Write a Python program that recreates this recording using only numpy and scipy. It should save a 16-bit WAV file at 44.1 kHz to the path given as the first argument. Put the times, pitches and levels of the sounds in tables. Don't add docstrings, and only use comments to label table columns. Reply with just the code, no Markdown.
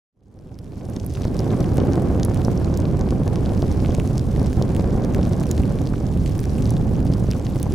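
import sys
import numpy as np
from scipy import signal
from scipy.io import wavfile
from scipy.ndimage import uniform_filter1d

SR = 44100
rng = np.random.default_rng(int(sys.argv[2]) if len(sys.argv) > 2 else 0)


def to_wav(sig):
    pcm = np.clip(np.atleast_2d(sig), -1, 1) * 32767
    pcm = np.round(pcm).astype(np.int16)
    wavfile.write(sys.argv[1], SR, pcm.T)


N = 341334
CUTOFF_HZ = 15900


def from_db(db):
    return 10 ** (np.asarray(db) / 20)


def rms_one(x):
    return x / np.sqrt(np.mean(x ** 2) + 1e-20)


def in_time(points):
    return np.interp(np.arange(N) / SR, *np.transpose(points))


def at_hz(points, hz):
    points = np.array(points)
    return np.interp(np.log(hz), np.log(points[:, 0]), points[:, 1])


def drift(rate):
    pole = np.exp(-40 * np.pi * rate / SR)
    slow = signal.lfilter([1], [1, -2 * pole, pole * pole], rng.standard_normal(N // 20 + 4002))[4000:]
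    return np.interp(np.arange(N) / 20, np.arange(len(slow)), rms_one(slow))


def steadied(x, span_s):
    return x / np.sqrt(uniform_filter1d(np.mean(x ** 2, axis=0), int(span_s * SR)) + 1e-12)


def port_noise(spectrum, low_hz, bands):
    # (frequency [Hz], left-right correlation [-1 to 1])
    likeness = [(40, .98), (90, .95), (170, .87), (350, .8), (700, .77), (1400, .55), (3000, .58),
                (6000, .7), (9000, .3), (11500, -.6), (15000, .1)]
    # (frequency [Hz], left minus right [dB])
    balance = [(30, -2), (100, -2.5), (200, -3), (380, -0.5), (700, 0.5), (7000, 0.5), (11500, 1),
               (15000, 0)]
    out, white = 0, rng.standard_normal((2, 2, N))
    left_right = np.array([[1], [-1]])
    for k in range(bands):
        low, high = low_hz * 2 ** (k / 2), low_hz * 2 ** ((k + 1) / 2)
        hz = np.sqrt(low * high)
        band = signal.butter(2, [low, min(high, .45 * SR)], "band", fs=SR, output="sos")
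        mid, side = signal.sosfilt(band, white[k % 2])
        alike = np.clip(at_hz(likeness, hz), -1, 1)
        gain = from_db(at_hz(spectrum, hz) + left_right * at_hz(balance, hz) / 2)
        out = out + gain * (np.sqrt(1 + alike) * mid + np.sqrt(1 - alike) * side * left_right)
    return rms_one(out)


def wind(burst_db, coupling_db):
    # (frequency [Hz], relative density [dB])
    rumble_spectrum = [(18, -6.5), (35, -8), (65, -0.5), (120, -1), (190, -5.5), (300, -14.5), (600, -46),
                       (1200, -48.5)]
    # (frequency [Hz], relative density [dB])
    buffet_spectrum = [(60, -25), (150, 0), (280, 6), (450, -0.5), (700, -9), (1000, -17.5), (1500, -26.5),
                       (2200, -37), (4000, -55)]
    # (time [s], level [dB])
    rumble_level = [(0.01, -21), (0.57, -21), (0.69, -23.5), (0.97, -21), (1.57, -20.5), (1.65, -19),
                    (4.95, -19.5), (5.05, -21), (5.21, -17.5), (5.49, -22.5), (5.57, -18), (5.99, -22.5),
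                    (6.21, -17.5), (6.41, -21.5), (6.67, -17.5), (7.31, -19), (7.39, -23), (7.73, -20)]
    # (time [s], level [dB])
    buffet_level = [(0.01, -28), (0.51, -28), (0.69, -31.5), (0.95, -25), (1.11, -33.5), (1.25, -27.5),
                    (1.33, -27.5), (1.52, -23), (1.75, -27.5), (1.79, -21), (2.37, -26.5), (3.93, -27),
                    (4.27, -31.5), (4.35, -29), (4.95, -25), (6.33, -31), (7.33, -29.5), (7.43, -31.5),
                    (7.73, -30)]
    # (time [s], half length [s], level change [dB])
    puffs = [(4.413, 0.036, 3), (4.555, 0.037, -4.5), (4.587, 0.022, 7.5), (5.623, 0.032, 1.5),
             (7.597, 0.025, -3)]
    t = np.arange(N) / SR
    puffs_db = sum(db * np.exp(-((t - s) / half_s) ** 2) for s, half_s, db in puffs)
    large = steadied(port_noise(rumble_spectrum, low_hz=18, bands=12), span_s=.1)
    small = port_noise(buffet_spectrum, low_hz=70, bands=12)
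    crests = np.minimum(np.abs(large.mean(axis=0)), 3)
    bursts = from_db(burst_db * drift(rate=31) + coupling_db * crests)
    rumble = from_db(in_time(rumble_level) + puffs_db) * large
    buffet = from_db(in_time(buffet_level) + puffs_db) * steadied(small * bursts, span_s=.079)
    return rumble + buffet


def snow_hiss(rain_db, level_db, clump_db, follows):
    # (frequency [Hz], relative density [dB])
    hiss_spectrum = [(800, -14), (2000, 1), (3500, 0), (5600, 1.5), (7800, -4), (11000, 0), (13500, -13),
                     (16000, -3)]
    clumps = rms_one(from_db(clump_db * drift(rate=70)))
    far_db = rain_db.mean() + follows * (rain_db - rain_db.mean())
    return from_db(far_db + level_db) * clumps * port_noise(hiss_spectrum, low_hz=750, bands=9)


def shell_ticks(at, level_db, pitch_hz, spread_octaves, scatter_db, detune_octaves, rise_cycles,
                apart_turns):
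    # (frequency [Hz], level [dB], t60 [s], right over left [gain; negative = antiphase])
    modes = [(1580, 16, 0.0049, 0.9), (2453, 11, 0.0021, 1.5), (3663, 7.5, 0.0023, 0.78),
             (5397, 7, 0.0011, 0.96), (6220, 1, 0.0062, 1.05), (7920, -2, 0.0024, 1.46),
             (9970, 1, 0.0025, 1.04), (11440, -6, 0.0016, -2.5), (14300, -5, 0.0012, 1.5)]
    hz, mode_db, t60, right_gain = np.transpose(modes)
    t = np.arange(int(.006 * SR)) / SR
    strength, detune, phase, apart = rng.standard_normal((len(at), 4, len(hz))).transpose(1, 0, 2)
    nearest = np.argmin(np.abs(np.log(hz / pitch_hz[:, None])), axis=1)
    bent_hz = hz * (pitch_hz / hz[nearest])[:, None]
    spread = np.reshape(spread_octaves, (-1, 1))
    distance = np.log2(bent_hz / pitch_hz[:, None]) / spread
    share = from_db(-8 * np.abs(distance)) * from_db(mode_db + scatter_db * strength)
    ring_stretch = (.49 / spread) ** .34
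    ticks = np.zeros((2, len(at), len(t)))
    for k in range(len(hz)):
        rise = 1 - np.exp(-t * hz[k] / rise_cycles)
        ring = rise * from_db(-60 * t / (t60[k] * ring_stretch))
        ring = share[:, k, None] * ring / np.linalg.norm(ring, axis=1, keepdims=True)
        turns = bent_hz[:, k, None] * 2 ** (detune_octaves * detune[:, k, None]) * t + phase[:, k, None]
        ticks[0] += ring * np.sin(2 * np.pi * turns)
        ticks[1] += right_gain[k] * ring * np.sin(2 * np.pi * (turns + apart_turns * apart[:, k, None]))
    energy = np.sum(ticks ** 2, axis=(0, 2)) / (2 * SR / 1000)
    ticks *= (from_db(level_db) / np.sqrt(energy + 1e-20))[:, None]
    samples = (at[:, None] + np.arange(len(t))).ravel()
    return np.array([np.bincount(samples, port.ravel(), N)[:N] for port in ticks])


def patter(rain_db, flurry, per_s, level_db, range_db, centre_hz, spread_octaves):
    at = np.flatnonzero(rng.random(N) < per_s * flurry / SR)
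    size_db = range_db * (np.square(rng.random(len(at))) - 1)
    pitch, breadth = rng.standard_normal((len(at), 2)).T
    pitch_hz = np.minimum(centre_hz * 2 ** (.5 * pitch), CUTOFF_HZ)
    spreads = spread_octaves * 2 ** (.5 * breadth)
    return shell_ticks(at, rain_db[at] + level_db + size_db, pitch_hz, spreads,
                       scatter_db=3, detune_octaves=.11, rise_cycles=1, apart_turns=.14)


def heavy_pellets(crack_hz, tail_db, tail_s):
    # (time [s], level [dB], pitch [Hz], spread [octaves], crack of the ice against the tick [dB])
    hits = [(0.39, -31, 4800, 0.89, -20), (0.543, -34, 5400, 0.15, -25), (0.589, -27.5, 4740, 0.6, -5),
            (0.644, -41, 6400, 0.6, -10), (0.853, -35, 7080, 0.55, -14), (0.9, -31, 11300, 0.13, -23),
            (0.964, -29, 5600, 0.21, -25), (0.965, -31.5, 3400, 0.3, -25), (0.999, -30, 5630, 0.45, -25),
            (1.047, -35, 11000, 0.49, -25), (1.064, -21, 11600, 0.1, -25), (1.152, -30, 3880, 1.2, -22),
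            (1.172, -30.5, 2280, 0.65, -25), (1.22, -32, 5240, 0.59, -25), (1.244, -34, 3890, 0.93, -12),
            (1.251, -31, 4830, 1.3, -25), (1.392, -25.5, 5300, 0.08, -15), (1.404, -36, 4830, 0.65, -5),
            (1.505, -35, 3840, 0.3, -25), (1.605, -33, 5200, 0.51, -5), (1.643, -34, 2930, 0.68, -25),
            (1.758, -42, 8700, 0.45, 0), (1.771, -33, 9400, 1.1, -2), (1.781, -31, 4000, 1.2, -25),
            (1.802, -34, 4640, 0.56, -25), (1.934, -30.5, 4970, 0.92, -22), (1.956, -33, 4600, 1.3, -6),
            (2.022, -39, 8500, 0.6, -8), (2.198, -31.5, 5740, 1.3, -20), (2.232, -23.0, 5470, 0.43, -23),
            (2.25, -30, 8400, 0.83, 5), (2.345, -35.5, 6940, 0.97, 1), (2.361, -35, 3170, 0.99, -15),
            (2.373, -37, 5850, 0.83, -25), (2.417, -34, 4000, 0.97, -15), (2.449, -27.5, 5800, 0.33, -11),
            (2.576, -34.5, 5430, 0.37, -30), (2.646, -35.5, 6760, 0.69, -22), (2.741, -35, 5740, 0.34, -33),
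            (2.774, -31, 7300, 0.29, -1), (2.802, -34.5, 6740, 0.65, -25), (2.854, -33.5, 3870, 0.6, -25),
            (2.993, -36, 5600, 1.2, -15), (3.011, -32, 5640, 0.64, -18), (3.089, -35.5, 4600, 1.1, -12),
            (3.107, -32.5, 5800, 0.6, -25), (3.278, -31.5, 5730, 0.77, -15), (3.358, -30, 5300, 0.8, -24),
            (3.46, -32.5, 4500, 0.9, -25), (3.622, -30.5, 4600, 0.46, -25), (3.715, -36, 5600, 0.4, -15),
            (3.848, -30, 2230, 0.73, -25), (3.86, -32, 3500, 0.82, -25), (3.909, -36.5, 3320, 0.11, -15),
            (3.949, -33, 2650, 0.15, -25), (3.949, -29, 8050, 0.52, -25), (3.999, -33.5, 6250, 1.1, -7),
            (3.999, -29.5, 2650, 0.35, -25), (4.075, -35, 6600, 0.81, -10), (4.18, -27, 5200, 0.53, -14),
            (4.195, -32, 5840, 1, -13), (4.362, -34.5, 2995, 0.7, -13), (4.396, -37, 4860, 0.3, -6),
            (4.461, -36, 7070, 0.8, -17), (4.53, -33, 6390, 1.1, -25), (4.624, -26.5, 4570, 0.47, -11),
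            (4.749, -33, 7100, 0.85, -12), (4.765, -31, 6760, 1.3, -7), (4.797, -35, 4610, 0.9, -25),
            (5.048, -34.5, 5400, 0.42, -6), (5.147, -27.5, 2640, 1.3, -7), (5.23, -32.5, 4600, 0.71, -22),
            (5.252, -36, 5600, 0.55, -18), (5.326, -39, 6400, 0.9, -4), (5.333, -33.5, 5820, 0.76, -25),
            (5.399, -39, 6700, 0.72, -2), (5.406, -38, 7500, 0.35, -3), (5.431, -38, 12700, 0.75, -10),
            (5.436, -33.5, 3840, 0.53, -7), (5.468, -36, 5800, 0.62, -7), (5.492, -39, 4610, 0.55, -8),
            (5.513, -21.5, 6850, 0.45, -5), (5.579, -31.5, 4250, 1, -17), (5.635, -33, 2510, 0.49, -12),
            (5.679, -43, 6400, 1.2, -7), (5.701, -43, 6000, 0.9, -13), (5.788, -35.5, 3500, 0.9, -25),
            (5.817, -38, 5630, 0.37, -3), (5.872, -32.5, 4610, 0.37, -14), (5.938, -29, 1390, 0.55, -21),
            (6.261, -30.5, 4430, 0.59, -25), (6.296, -40, 5820, 1, 2), (6.311, -45, 6000, 0.6, -8),
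            (6.38, -37, 12000, 0.25, -20), (6.392, -31.5, 5230, 0.63, -7), (6.403, -35, 11800, 0.5, -15),
            (6.44, -33.5, 4800, 0.99, -10), (6.455, -35, 5000, 1.1, -12), (6.584, -37, 2750, 0.15, -27),
            (6.623, -31.5, 5500, 0.69, -25), (6.656, -31.0, 4900, 0.43, -15), (6.665, -40, 4400, 0.45, -5),
            (6.694, -36, 4830, 0.47, -15), (6.706, -31.5, 7300, 0.63, 3.5), (6.767, -32.5, 3680, 0.65, -18),
            (7.004, -38, 6500, 0.9, -8), (7.067, -39, 6000, 0.9, -8), (7.137, -31.5, 4580, 0.7, -14),
            (7.305, -36, 4610, 1.1, -11), (7.313, -25, 4950, 0.79, -11), (7.322, -33.5, 2730, 0.2, -25),
            (7.334, -32.5, 2200, 1.2, -18), (7.397, -41, 6200, 1.0, -12), (7.467, -32.5, 4300, 0.54, -25),
            (7.559, -38.5, 4600, 1.1, -1), (7.599, -37, 4350, 0.6, -20), (7.6, -36, 13300, 0.25, -20),
            (7.629, -29.5, 8400, 0.39, 6), (7.722, -34, 8070, 0.57, -13)]
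    s, level_db, pitch_hz, spread, crack_db = np.transpose(hits)
    delay, loss = rng.random((len(s), 2)).T
    hit = (s * SR).astype(int)
    tail_at = ((s + tail_s * (.34 + delay)) * SR).astype(int)
    contact = dict(scatter_db=2.5, detune_octaves=.03, apart_turns=.06)
    tick = shell_ticks(hit, level_db, pitch_hz, spread, rise_cycles=1.5, **contact)
    crack = shell_ticks(hit, level_db + crack_db, np.full(len(s), crack_hz),
                        spread_octaves=.54, rise_cycles=3, **contact)
    tail_level_db = level_db + tail_db - 10 * loss
    tail = shell_ticks(tail_at, tail_level_db, pitch_hz, spread, rise_cycles=1.5, **contact)
    return tick + crack + tail


def eddy_pops(build_s, leak_hz):
    # (time [s], level [dB], push or suck [signed gain], collapse [ms; shorter is harder])
    eddies = [(1.2541, -4, 1, 0.17), (1.5164, -7.5, 0.95, 0.14), (1.7849, -2, 1, 0.17),
              (1.9784, -3.5, -1, 0.13), (2.156, -7, -0.93, 0.14), (2.2844, -8, -1, 0.11),
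              (2.3123, -10, -1, 0.1), (2.483, -1.5, 0.96, 0.13), (2.7007, -6.5, 1, .22),
              (3.125, -6.5, -1, 0.16), (3.3853, -9, -1, 0.23), (3.6279, -4, -1.04, 0.17),
              (3.8247, -4.5, 1, 0.25), (3.8927, -3, 1, 0.23), (3.9844, -3.5, -1.07, 0.26),
              (4.3797, -7, -1, 0.22), (4.416, -10, -1, .16), (4.6153, -2, -1, 0.2),
              (4.6997, -7.5, -1, 0.23), (4.7957, -3.5, -0.91, 0.17), (4.954, -5, 0.96, 0.28),
              (5.1921, -7, 1, 0.17), (5.2734, -8, 0.94, 0.24), (5.602, -8.5, -1.2, 0.23),
              (6.7189, -8, -1, .18), (7.0548, -12.5, -0.86, 0.15), (7.102, -3, -1.1, .3),
              (7.2447, -6.5, -0.92, 0.26), (7.567, -11, -1.1, .16)]
    pressure = np.zeros(N)
    for s, db, push, collapse_ms in eddies:
        at = np.arange(int((s - .02) * SR), int((s + .02) * SR))
        t = at / SR - s
        spike = np.exp(-np.logaddexp(-t / build_s, t / (collapse_ms / 1000)))
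        pressure[at] += push * from_db(db) * spike / spike.max()
    return signal.sosfilt(signal.butter(1, leak_hz, "high", fs=SR, output="sos"), pressure)


def scene():
    # (time [s], level [dB])
    rain_level = [(0.01, -48.5), (0.65, -51.5), (1.23, -48.5), (1.49, -51), (3.05, -54), (3.95, -50),
                  (4.19, -51.5), (4.47, -50.5), (4.91, -53), (5.47, -52), (6.09, -52.5), (6.69, -50),
                  (6.85, -53.5), (7.73, -50.5)]
    rain_db = in_time(rain_level)
    air = wind(burst_db=2.1, coupling_db=3)
    pops = eddy_pops(build_s=.0015, leak_hz=60)
    flurry = from_db(2 * drift(rate=12))
    rain = (rain_db, flurry)
    pellets = patter(*rain, per_s=70, level_db=13.9, range_db=9, centre_hz=5300, spread_octaves=.6)
    grains = patter(*rain, per_s=290, level_db=7, range_db=10, centre_hz=6000, spread_octaves=.9)
    splinters = patter(*rain, per_s=35, level_db=4.5, range_db=10, centre_hz=11500, spread_octaves=.7)
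    heavy = heavy_pellets(crack_hz=11830, tail_db=-10, tail_s=.0025)
    hiss = snow_hiss(rain_db, level_db=-2.6, clump_db=2.2, follows=.7)
    return air + hiss + pellets + grains + splinters + heavy + pops


def record(dry):
    start_s, fade_s = .12, 1.394
    fade = np.clip((np.arange(N) / SR - start_s) / fade_s, 0, 1) ** 1.5
    return signal.sosfilt(signal.ellip(10, .2, 80, CUTOFF_HZ, fs=SR, output="sos"), fade * dry)


dry = scene()
out = record(dry)
to_wav(out)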